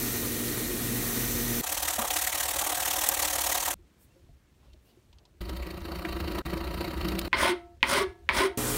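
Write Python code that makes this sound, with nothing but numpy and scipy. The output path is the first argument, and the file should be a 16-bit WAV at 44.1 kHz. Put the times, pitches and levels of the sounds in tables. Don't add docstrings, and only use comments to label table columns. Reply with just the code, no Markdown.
import sys
import numpy as np
from scipy import signal
from scipy.fft import rfft, irfft, next_fast_len
from scipy.io import wavfile
from scipy.ndimage import uniform_filter1d, map_coordinates

SR = 44100
rng = np.random.default_rng(int(sys.argv[2]) if len(sys.argv) > 2 else 0)


def level_to_linear(level):
    exponent = np.asarray(level, float) / 20
    return 10 ** exponent


def store_pcm(level_fs):
    pcm = np.round(np.clip(level_fs, -1, 1) * 32767).astype(np.int16)
    wavfile.write(sys.argv[1], SR, np.atleast_2d(pcm).T)


N = 386757
T = np.arange(N) / SR

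SPIN_A, HAND, SAW_A, SAW_B = (-1, 1.6135), (1.6145, 3.742), (5.405, 6.42), (6.45, 7.283)
RASP, SPIN_B = (7.283, 8.573), (8.573, 9.5)

# time in seconds, pull in dB, motor hum in dB.
LATHE = [
    (0.03, 0.5, -42),
    (0.3, 0, -43.5),
    (0.8, -0.5, -43),
    (0.95, 0, -42.5),
    (1.1, 0.5, -45),
    (1.55, 0.63, -41.5),
    (8.62, 1.5, -39.5),
    (8.72, 1.9, -39),
]
# multiple of 118.7 Hz, level in dB, unsteadiness in dB, gain in dB under load.
HUM = [(.364, -7.5, 1.0, 6.5), (1, -3.5, 2, 5), (2, 0, -1.5, 2), (2.551, -8, 3, -7), (3, -5, 1.5, -1),
       (4.05, -10.5, -0.5, 2.5)]
# multiple of 60.7 Hz, level in dB.
MAINS = [(.68, -43), (2, -39), (3, -52), (4, -42.5), (5, -40.5), (7, -40.5), (8, -49), (9, -48.5)]
# frequency in Hz, level in dB per Hz.
SPIN_HISS = [(320, -9), (550, -10), (708, -2), (838, -8), (1230, -6.5), (1740, -5.5), (1890, -3.5),
             (2000, -3.5), (2650, -8.5), (4160, -4), (4850, -7), (6080, -5), (10500, 6.5), (14300, 4),
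             (15800, 2)]
# frequency in Hz, width in Hz, lift in dB.
SPIN_RINGS = [(483, 35, 6), (950, 170, 2), (1250, 79, 4), (1900, 53, 4.5), (2405, 40, 7)]
# frequency in Hz, width in Hz, share added.
SHORT_STRIP = [(940, 700, .6), (1870, 380, -0.5), (3940, 1100, -.4)]
# frequency in Hz, level in dB per Hz.
RUMBLE = [(15, -37), (25, -22), (70, -10.5), (113, -7.5), (171, -13.5), (236, -5), (300, -8), (362, -9),
          (403, -9.5), (620, -21), (810, -39), (1360, -120)]


def lathe():
    pull_db, hum_db = curves(LATHE)
    first = T < SPIN_B[0]
    hiss_db = -39 + 1.6 * pull_db
    fizz_db = -34 + 1.1 * pull_db - 2 * shot(SPIN_B)
    rumble_db = -35 - pull_db - 0.5 * shot(SPIN_B)
    paper, flutter = colour(SPIN_HISS, SPIN_RINGS), .5 * wobble(40)

    hiss = filtered(grit(0.7, 900), lambda f: paper(f) / (1 + (f / 8000) ** 6))
    hiss = level_to_linear(hiss_db + 2.0 + flutter) * hiss
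    hiss = np.where(first, hiss, filtered(hiss, shorter_strip))
    fizz = filtered(grit(0.68, 900), lambda f: paper(f) / (1 + (8000 / (f + 1)) ** 6))
    fizz = level_to_linear(fizz_db + flutter) * fizz

    taut = filtered(grit(.8, 900), lambda f: 0.83 * ring(f, 6110, 350) + ring(f, 13900, 940))
    taut = level_to_linear(-44 + 4.8 * (hiss_db + 39.5)) * taut * shot(SPIN_A)
    short_song = level_to_linear(-42) * filtered(grit(.8, 900), lambda f: ring(f, 8740, 1300)) * shot(SPIN_B)

    rumble = filtered(grit(0.17, 120, patchy_db=0.0), colour(RUMBLE))
    rumble = level_to_linear(rumble_db - 2.0 + 0.44 * wobble(25)) * rumble
    whine = level_to_linear(-49.0 + 1.6 * wobble(25)) * np.sin(2 * np.pi * 1843 * T + 0.99 * wobble(23))
    machine = np.where(first, motor(hum_db) + whine, last_motor())
    return shot(SPIN_A, SPIN_B) * (walls(hiss + fizz + taut + short_song, -14.5) + rumble + machine)


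def shorter_strip(f):
    return 1 + sum(share * ring(f, hz, width) for hz, width, share in SHORT_STRIP)


def motor(hum_db):
    turn = 2 * np.pi * 118.7 * T + .15 * wobble(6)
    load = np.clip((T - 0.78) / 0.22, 0, 1)
    hum = np.zeros(N)
    for k, db, loose, gain_db in HUM:
        level = level_to_linear(hum_db + 4.0 + db + gain_db * load + loose * wobble(8.15))
        hum += level * np.sin(k * turn + k * k)
    return hum


def last_motor():
    hum = np.zeros(N)
    for k, db in MAINS:
        hum += level_to_linear(db + 2.5 + 1.4 * wobble(17)) * np.sin(2 * np.pi * k * 60.7 * T + k * k)
    return hum


# centre of the push in seconds, push in dB, return in dB, dowel note in dB on push,
# on return.
PAPER = [(1.643, -28.5, -27.5, -37.5, -38.5), (1.698, -27, -25, -40, -34.5), (1.75, -28, -25.5, -43, -36),
         (1.803, -29.5, -24.5, -42.5, -35.5), (1.856, -27, -23.5, -37.5, -38),
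         (1.908, -26.5, -26.5, -35.5, -37.5), (1.963, -28, -26, -38.5, -28),
         (2.021, -27.5, -30, -34.5, -32), (2.081, -28, -25, -37.5, -34), (2.139, -25.5, -22, -39, -34),
         (2.193, -25, -23, -41.5, -36.5), (2.247, -25, -24, -39, -40), (2.3, -28, -26.5, -38, -38),
         (2.354, -24.5, -27, -33.5, -38), (2.407, -23.5, -24.5, -34.5, -39), (2.46, -27.5, -24, -36.5, -37),
         (2.513, -26, -27.5, -37.5, -36.5), (2.566, -26.5, -23, -33.5, -40), (2.619, -26, -26, -28, -38.5),
         (2.672, -24.5, -25.5, -31.5, -33.5), (2.726, -26, -26, -32, -43),
         (2.778, -26.5, -26, -36.5, -33.5), (2.83, -25.5, -24, -34.5, -36), (2.883, -24.5, -23.5, -33, -35),
         (2.938, -24.5, -25.5, -35, -34.5), (2.991, -25, -24, -35.5, -36.5),
         (3.042, -23.0, -24.5, -33.5, -36), (3.093, -25, -26.5, -33, -33), (3.146, -23.5, -27, -36, -35.5),
         (3.199, -23.5, -23, -34, -34), (3.253, -23.5, -25.5, -33, -37.5),
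         (3.308, -25.5, -24.5, -37, -36.5), (3.36, -24.5, -26, -35, -33.5), (3.415, -23, -25, -36.5, -37.5),
         (3.47, -22.5, -24.5, -34, -32.5), (3.525, -22.5, -23.5, -34, -31.5),
         (3.579, -25.5, -26.5, -35.5, -37), (3.632, -26.5, -24, -33, -40), (3.684, -25.5, -25, -30, -35.5),
         (3.736, -32, -30.5, -39, -41.0)]
# frequency in Hz, level in dB per Hz.
PAPER_HISS = [(760, -27), (1300, -6.5), (1460, -11.5), (1870, -5), (2310, -6), (3620, -4.5), (4850, -7.5),
              (6170, -2.5), (8620, -3), (10300, -3.5), (15000, -5), (15800, -33.5)]
# frequency in Hz, level in dB per Hz.
PAPER_BODY = [(88, -47), (150, -19.5), (258, -22.5), (302, -12.5), (469, -13), (550, -3.5), (621, -7),
              (728, -3.5), (799, -4.5), (1400, -12.5), (1820, -37), (3080, -120)]
# frequency in Hz, width in Hz, lift in dB.
PAPER_RINGS = [(306.4, 19, 9), (560, 45, 3), (736, 25, 9.5), (925, 120, 5.5), (1160, 150, 4),
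               (1602, 100, 7.5), (1860, 85, 5), (3160, 230, 1)]


def hand_sanding():
    s, db, note_db = to_and_fro(PAPER, swing_s=0.0023)
    snag = np.exp(-((T - 2.025 - .012) / 0.036) ** 4)
    sound = rubbing(s, db, note_db, PAPER_HISS, PAPER_BODY, PAPER_RINGS, width=0.0068,
                    rest_db=-14.0 + 5.5 * snag, grain_db=1.0, patchy_db=1.6)
    return shot(HAND) * sound


# centre of the push in seconds, push in dB, return in dB.
SAW = [(5.417, -42, -48.5), (5.496, -40, -47), (5.569, -41.5, -49), (5.629, -44, -44), (5.71, -42, -49),
       (5.777, -44.5, -48), (5.856, -43, -45), (5.921, -43, -41), (5.993, -42, -44), (6.054, -43, -40.5),
       (6.129, -41, -42.5), (6.206, -38, -43), (6.281, -39.5, -39), (6.355, -39.5, -35.5), (6.42, -52, -38),
       (6.465, -39, -40), (6.538, -40, -41), (6.612, -43, -42), (6.677, -41, -41.5), (6.745, -39, -40),
       (6.813, -37.5, -38.5), (6.882, -40, -41), (6.94, -42, -41), (7.014, -38, -38.5),
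       (7.087, -34.5, -38.5), (7.156, -41, -37.5), (7.22, -43, -38.5), (7.283, -39, -43)]
# push in dB, return in dB.
SAW_NOTE = [(-38, -42.5), (-35.5, -36), (-41, -39), (-39, -36.5), (-37.5, -38.5), (-37, -40.5),
            (-36, -36.5), (-32, -34), (-35, -35.5), (-30.5, -32.5), (-34.5, -32.5), (-33.5, -33),
            (-31.5, -33.5), (-30.5, -29), (-36, -44), (-30.5, -33), (-27.5, -33), (-31, -30), (-33, -34),
            (-32, -33), (-29, -33), (-33, -33.5), (-31.5, -34), (-32.5, -29.5), (-32, -31), (-31, -33),
            (-32.5, -31), (-30, -36.5)]
# frequency in Hz, level in dB per Hz.
SAW_HISS = [(820, -32), (1400, -20), (1770, -8.5), (1920, -2.5), (2600, -4), (2820, -7), (3310, -13.5),
            (3860, -9.5), (4490, -8), (6090, -19.5), (9420, -15.5), (10600, -14), (11500, -15),
            (14600, -19), (15800, -40.5)]
# frequency in Hz, level in dB per Hz.
SAW_BODY = [(76, -42), (130, -4), (182, -3), (266, -6.5), (338, 0.5), (483, -10.5), (808, -12.5),
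            (977, -15), (1600, -16.5), (2080, -27), (3520, -120)]
# frequency in Hz, width in Hz, lift in dB.
SAW_RINGS = [(184.7, 16.5, 8.5), (348, 59, 4), (563, 54, 6), (705, 51, 6), (840, 130, -6.5), (977, 43, 10),
             (1154, 65, 6.5), (1278, 65, 8), (1900, 72, 5), (2804, 37, 8.5), (3090, 84, 11), (3870, 350, 7),
             (4380, 300, 6.5), (7800, 500, -5), (8400, 200, -0.5), (11100, 500, -5), (12900, 660, 3.5),
             (14400, 700, 7.5)]


def sawing():
    s, db, note_db = to_and_fro(np.hstack([SAW, SAW_NOTE]), swing_s=0.0011)
    sound = rubbing(s, db, note_db - 2.5, SAW_HISS, SAW_BODY, SAW_RINGS, width=0.0049,
                    rest_db=-8.5, grain_db=1.5, patchy_db=2.0)
    return shot(SAW_A, SAW_B, fade=0.0043) * sound


def rubbing(s, db, note_db, hiss, body, rings, width, rest_db, grain_db, patchy_db):
    teeth = strokes(s, db - .7, width, rest_db) * grit(grain_db, 1500, patchy_db)
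    push = strokes(s, note_db, 1.175 * width, rest_db + 3.0) * grit(grain_db, 400)
    return walls(filtered(teeth, colour(hiss, rings)) + filtered(push, colour(body, rings)), -17.0)


def to_and_fro(rows, swing_s):
    s, *cols = np.transpose(rows)
    k = np.arange(2 * len(s) - 1)
    pairs = [np.where(k % 2, back[k // 2], push[k // 2]) for push, back in zip(cols[::2], cols[1::2])]
    return np.interp(k / 2, np.arange(len(s)), s) + swing_s * (k % 2), *pairs


def strokes(times, db, width, rest_db):
    power = level_to_linear(2 * (np.interp(T, times, db) + rest_db))
    for s, level in zip(times, db):
        near = slice(round((s - .04) * SR), round((s + 0.034) * SR))
        power[near] += level_to_linear(2 * level) * np.exp(-np.abs((T[near] - s) / width) ** 2.2)
    return np.sqrt(power)


# start in seconds, peak in dB, crack in Hz, dowel note in Hz.
TAPS = [
    (7.3298, -6.5, 2090, 355),
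    (7.829, -2, 2620, 390),
    (8.2905, -4.5, 2060, 391),
]
# lift in seconds, scrape in dB, first skid in dB, fizz in dB, dowel note in dB.
PASSES = [
    (0.19, -24.5, -28.5, -33, -43),
    (.2, -25, -35, -31, -38),
    (0.18, -25, -32, -33.5, -31),
]
# frequency in Hz, 60 dB decay in seconds, level in dB on each of three passes.
STEEL = [(341, 0.76, -41, -45, -43.5), (403, 0.7, -68, -50, -62), (696, 1, -45.5, -58, -49),
         (721, 0.93, -72, -53, -50), (910, 0.53, -53, -55, -49), (1314, 0.62, -55.5, -62, -64),
         (1690, 0.4, -69, -52, -64), (2310, 0.19, -48.5, -60, -58)]
# frequency in Hz, level in dB per Hz.
RASP_HISS = [(120, -48), (200, -10), (390, -6), (472, -34), (541, -9), (792, -16), (1030, -7.5),
             (1770, -13), (2090, -6.5), (2590, -16.5), (3270, -14.5), (5200, -22), (6760, -60),
             (11400, -120)]
# frequency in Hz, level in dB per Hz.
RASP_FIZZ = [(3500, -19.5), (5000, 3), (7200, -7), (9300, -0.5), (10800, -4.5), (12500, -12.5),
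             (15000, -8.5)]
# frequency in Hz, width in Hz, lift in dB.
RASP_RINGS = [(544, 69, 5), (934, 70, 5.5), (1050, 50, -1.5), (1485, 40, 5), (2230, 37, -3.5),
              (3240, 220, 2), (9200, 1100, 2.5)]


def rasp():
    out, force, fizz = np.zeros((3, N))
    modes = [level_to_linear(1.3 * wobble(30)) * np.sin(2 * np.pi * hz * T + .3 * wobble(25)) for hz, *_ in STEEL]
    for k, (stroke, landing) in enumerate(zip(PASSES, TAPS)):
        lift, scrape_db, skid_db, fizz_db, note_db = stroke
        s, db, crack_hz, note_hz = landing
        t = T - s
        contact = shot((s + 0.0013, s + .39), fade=0.0027)
        trail = level_to_linear(-81.5 - 94 * np.maximum(t - .26, 0))

        bite_db = plateau(t, 0.084, lift, 267.5, 619) - 100.5 * np.maximum(t - lift + 0.062, 0)
        skid = level_to_linear(skid_db - 430 * np.abs(t - .012))
        force += contact * (level_to_linear(scrape_db + bite_db) + skid + trail)

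        speed_db = plateau(t, 0.059, lift, 2 * 267.5, 2 * 619) - 91 * np.abs(t - .085)
        fizz += contact * (level_to_linear(fizz_db + speed_db) + level_to_linear(-68 - 300 * np.abs(t)) + level_to_linear(-20) * trail)

        sing = level_to_linear(note_db + plateau(t, lift - 0.045, lift + 0.017, 518, 518)) + level_to_linear(-60.5 - 27 * np.abs(t))
        note = level_to_linear(3.7 * wobble(45)) * np.sin(2 * np.pi * note_hz * T + 1.0 * wobble(40))
        out += contact * sing * note

        lifted = np.maximum(t - .2, 0)
        steel = sum(level_to_linear(levels[k] - 60 * lifted / t60) * mode for (_, t60, *levels), mode in zip(STEEL, modes))
        out += shot((s, s + 0.44), fade=0.027) * np.clip(t / .17, 0, 1) ** 2 * steel
        out += tap(s, db, crack_hz)
    teeth = level_to_linear(1.34 * wobble(150))
    force = force * teeth * grit(1.2, 900)
    out += chatter() + filtered(force, colour(RASP_HISS, RASP_RINGS))
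    out += level_to_linear(-20) * filtered(force, lambda f: ring(f, 150, 90) ** 2)
    out += filtered(fizz * teeth * grit(3.0, 1700), colour(RASP_FIZZ, RASP_RINGS))
    return shot(RASP) * walls(out, -14.5)


# centre in seconds, peak in dB, frequency in Hz, half length in seconds.
CHATTER = [(7.431, -25.5, 1036, 0.01), (7.433, -26, 560, 0.0064), (7.435, -25, 924, 0.01),
           (7.476, -27.5, 705, 0.015), (7.477, -30, 1480, 0.033), (7.483, -33, 348, 0.028),
           (7.488, -28, 910, 0.018), (7.519, -25.5, 357.4, 0.033), (7.926, -29, 1346, 0.013),
           (7.935, -31, 588, 0.013), (7.963, -32, 1055, 0.011), (7.968, -28, 404, 0.013),
           (8.011, -26, 1126, 0.011), (8.016, -20, 394, 0.0076), (8.055, -28.5, 381, 0.024),
           (8.423, -21, 391, 0.017), (8.425, -25, 1050, 0.014), (8.452, -20.5, 392, 0.017)]


def chatter():
    out, judder = np.zeros(N), 0.44 * wobble(70)
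    for s, db, hz, half in CHATTER:
        swell = np.exp(-((T - s) / (1.06 * half)) ** 2)
        out += level_to_linear(db - 1.5) * swell * np.sin(2 * np.pi * hz * (T - s) + judder)
    return out


# frequency in Hz, width in Hz, level in dB.
WOOD = [(888, 35, 7), (1050, 96, 1.5), (1480, 120, -4.5), (1940, 123, 4.5), (2050, 115, 6),
        (2170, 165, 6.5), (2520, 340, -10.5), (3230, 160, -22), (4740, 280, -24.5)]


def tap(s, db, crack_hz):
    blow = np.zeros(N)
    blow[round(s * SR)] = level_to_linear(db + 9)
    fall = lambda start, t60: (T > start) * level_to_linear(-60 * np.abs(T - start) / t60)
    rattle = fall(s + 0.00077, 0.032) + 0.2 * fall(s + 0.0085, 0.029)
    rattle = level_to_linear(db - 10.5) * rattle * rng.standard_normal(N)
    wood = lambda f: sum((-1) ** k * level_to_linear(level) * ring(f, hz, width) for k, (hz, width, level) in enumerate(WOOD))
    crack = filtered(blow, lambda f: -ring(f, crack_hz, 2360) ** 3 / (1 + 1j * f / 4500) ** 2)
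    thud = level_to_linear(-18) * filtered(rattle, lambda f: ring(f, 260, 220))
    return crack + filtered(rattle, wood) + thud


def plateau(t, start, end, rise_db_s, fall_db_s):
    knee = lambda db: 10 / np.log(10) * np.logaddexp(0, db * np.log(10) / 10)
    return -knee((start - t) * rise_db_s) - knee((t - end) * fall_db_s)


# start in seconds, peak in dB, centre in Hz, 60 dB decay in seconds.
TICKS = [(3.0891, -6.5, 10500, 0.011), (3.681, -28, 900, 0.036), (3.745, -71, 3500, .12),
         (4.733, -50, 3900, 0.025), (5.128, -55, 3600, 0.044), (5.185, -54, 3800, 0.039),
         (5.253, -54, 4100, 0.04), (6.05, -29, 1800, 0.07), (7.192, -22, 11000, 0.018),
         (7.316, -57, 2000, .1), (7.806, -59, 2600, .1), (8.265, -66, 2200, 0.15)]
# start in seconds, peak in dB, centre in Hz.
CATCHES = [(5.4937, -24, 3720), (5.7054, -34, 3940), (5.8055, -35, 4290), (6.048, -33, 2760),
           (6.1268, -39, 3810), (6.2046, -34, 2780), (6.2789, -29, 3810), (6.386, -26, 4380),
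           (6.4575, -31, 4340), (6.8072, -25, 3140), (6.8438, -32, 2754), (7.0447, -29, 2760),
           (7.0855, -22, 3960), (7.153, -20, 3080), (7.1908, -12.5, 3680), (7.215, -23, 4310)]
# start in seconds, peak in dB, centre in Hz.
SNAPS = [(1.668, -32, 4000), (1.8816, -14, 1900), (1.9346, -21, 6200), (2.1042, -14, 3000),
         (2.1636, -17.5, 3000), (2.2709, -15, 1900), (2.3274, -18.5, 2500), (2.9089, -15.5, 6000),
         (3.1933, -24, 7000), (3.252, -20, 5000)]
# start in seconds, peak in dB, frequency in Hz, 60 dB decay in seconds.
KNOCKS = [(1.988, -31, 230, 0.14), (1.989, -27, 950, 0.07), (2.03, -28, 560, 0.1), (3.75, -49, 180, 0.093),
          (3.79, -55, 350, 0.2), (4.105, -68, 2720, .15), (4.158, -57, 535, 0.15), (4.165, -55, 350, 0.12),
          (4.289, -57, 686, 0.086), (4.295, -47, 131, 0.11), (4.68, -62, 554, .08), (4.7, -71, 2750, .2),
          (4.742, -55, 350, .08), (4.744, -58, 615, 0.064), (4.86, -71, 2800, .3), (4.89, -67, 4700, .1),
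          (4.9, -65, 2950, 0.072), (4.925, -59, 350, .12), (4.972, -50, 360, 0.08), (5.13, -61, 950, .06),
          (5.254, -62, 980, .06), (5.345, -57, 350, 0.11), (5.412, -38, 316, .09), (6.455, -31, 175, 0.14),
          (7.04, -33, 187, 0.35), (7.135, -27, 187, 0.32)]
# centre in seconds, level in dB, length in seconds, centre in Hz.
RUBS = [(3.92, -76, .1, 1500), (4.028, -64, 0.046, 11500), (4.45, -78, 0.11, 1500), (4.65, -72, .07, 860),
        (4.66, -75, .08, 3500), (4.88, -72, .07, 12000), (4.899, -73, 0.052, 3600), (4.91, -70, .06, 520),
        (5.188, -79, 0.072, 900), (5.24, -70, 0.09, 540)]


def handling():
    out, t = np.zeros(N + SR), np.arange(SR // 4) / SR

    def band(hz, q):
        sos = signal.butter(2, [hz / q, min(hz * q, 20000)], "band", fs=SR, output="sos")
        return unit(signal.sosfilt(sos, rng.standard_normal(len(t))))

    catches = [(s, db - 9, hz, .015) for s, db, hz in CATCHES]
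    snaps = [(s, db - 9.5, hz, .045) for s, db, hz in SNAPS]
    for s, db, hz, t60 in TICKS + catches + snaps:
        out[round(s * SR):][:len(t)] += level_to_linear(db - 2.5 - 60 * t / t60) * band(hz, 1.4)
    for s, db, hz, t60 in KNOCKS:
        soft_start = 1 - np.exp(-t / 0.00089)
        out[round(s * SR):][:len(t)] += level_to_linear(db - 60 * t / t60) * np.sin(2 * np.pi * hz * t) * soft_start
    for s, db, length, hz in RUBS:
        swell = np.exp(-((t - .125) / length) ** 2 * 2)
        out[round((s - .125) * SR):][:len(t)] += level_to_linear(db) * swell * band(hz, 1.43)
    return out[:N]


# centre in seconds, level in dB, half length in seconds.
JOLTS = [
    (3.78, -54.5, .06),
    (4.303, -55, 0.071),
    (4.724, -57, .07),
    (5.134, -58, 0.063),
    (5.33, -65, .06),
    (7.41, -40.5, 0.064),
    (7.978, -47.5, 0.15),
    (8.358, -37, 0.05),
]
# frequency in Hz, level in dB per Hz.
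BED_TONE = [(12, -49.5), (20, -15), (43, -3), (59, 4.5), (74, 4), (118, -13), (140, -21.5), (180, -28.5),
            (310, -120)]
# time in seconds, frequency in Hz, level in dB.
SWAY = [(5.41, 55.8, -33.5), (5.68, 64.9, -51), (5.988, 55.7, -40), (6.248, 65.3, -36),
        (6.372, 56.8, -35.5), (6.862, 61.7, -43), (7.04, 57.9, -31.5), (7.118, 64.5, -42),
        (7.28, 55.8, -52)]
# frequency in Hz, level in dB per Hz.
ROOM_AIR = [(65, -31), (110, -2), (177, -8), (345, -11), (500, -17), (800, -23), (1980, -26), (4930, -29),
            (5830, -31), (15800, -38)]


def workshop():
    saw_db = uniform_filter1d(curves(SAW)[0], size=SR // 4)
    shake = level_to_linear(-51.5) * shot(HAND, fade=0.028) + level_to_linear(-66.5)
    shake += level_to_linear(saw_db) * shot(SAW_A, SAW_B, fade=0.013)
    shake += level_to_linear(-59.5) * shot(RASP, fade=0.041)
    shake += sum(level_to_linear(db) * np.exp(-((T - s) / half) ** 2) for s, db, half in JOLTS)
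    bed = shake * filtered(grit(0.79, 32), colour(BED_TONE)) * shot((HAND[0], RASP[1]))
    air = level_to_linear(-65.5 + 1.0 * wobble(5.2)) * filtered(grit(.6, 300), colour(ROOM_AIR))
    sway_hz, sway_db = curves(SWAY)
    sway = np.sin(2 * np.pi * np.cumsum(sway_hz) / SR + 1.2 * wobble(14))
    sway = level_to_linear(sway_db + 0.5 + 1.0 * wobble(13)) * sway * shot(SAW_A, SAW_B, fade=0.0058)
    return bed + sway + air


def walls(x, db):
    t = np.arange(SR // 3) / SR
    tail = signal.lfilter([1], [1, -.6], rng.standard_normal(len(t)))
    tail = tail * level_to_linear(-60 * t / 0.26) * (t > .002)
    return x + level_to_linear(db) * signal.fftconvolve(x, tail / np.linalg.norm(tail))[:N]


def grit(grain_db, rate, patchy_db=1.0):
    z = signal.stft(rng.standard_normal(N + 512), nperseg=256)[2]
    field = uniform_filter1d(uniform_filter1d(rng.standard_normal(z.shape), 5, 0), 5, 1)
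    noise = signal.istft(z * level_to_linear(patchy_db * unit(field)), nperseg=256)[1][:N]
    return unit(noise * level_to_linear(grain_db * wobble(rate)))


def colour(spectrum, rings=()):
    hz, db = np.transpose(spectrum)

    def response(f):
        broad = level_to_linear(np.interp(np.log(np.minimum(f, 14600) + 1), np.log(hz + 1), db))
        return broad * (1 + sum((level_to_linear(lift) - 1) * ring(f, c, w) for c, w, lift in rings))
    return response


def ring(f, hz, width):
    return 1j * f * width / (hz * hz - f * f + 1j * f * width + 1e-9)


def filtered(x, response):
    m = next_fast_len(N + SR)
    gain = response(np.fft.rfftfreq(m, 1 / SR))
    return irfft(rfft(x, m) * gain / np.sqrt(np.mean(np.abs(gain) ** 2)), m)[:N]


def shot(*spans, fade=.001):
    return sum(np.clip(np.minimum(T - a, b - T) / fade, 0, 1) for a, b in spans)


def curves(rows):
    s, *cols = np.transpose(rows)
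    return [np.interp(T, s, c) for c in cols]


def wobble(rate):
    return map_coordinates(rng.standard_normal(int(N * rate / SR) + 4), [T * rate])


def unit(x):
    return x / np.sqrt(np.mean(x ** 2) + 1e-20)


def scene():
    mono = lathe() + hand_sanding() + sawing() + rasp() + handling() + workshop()
    return np.array([mono, mono])


def roll_off(x):
    return signal.sosfilt(signal.butter(12, 17000, fs=SR, output="sos"), x)


# frequency in Hz, width in Hz, depth from 0 to 1.
MIC_DIPS = [(4890, 370, 0.31), (10420, 500, 0.6), (13560, 440, 0.19)]


def record(dry):
    f = np.fft.rfftfreq(N, 1 / SR)
    dips = np.prod([1 - depth * ring(f, hz, width) for hz, width, depth in MIC_DIPS], axis=0)
    housing = dips / (1 + (f / 15800) ** 300)
    mix = irfft(rfft(dry) * housing, N)
    return roll_off(mix)


dry = scene()
out = record(dry)
store_pcm(out)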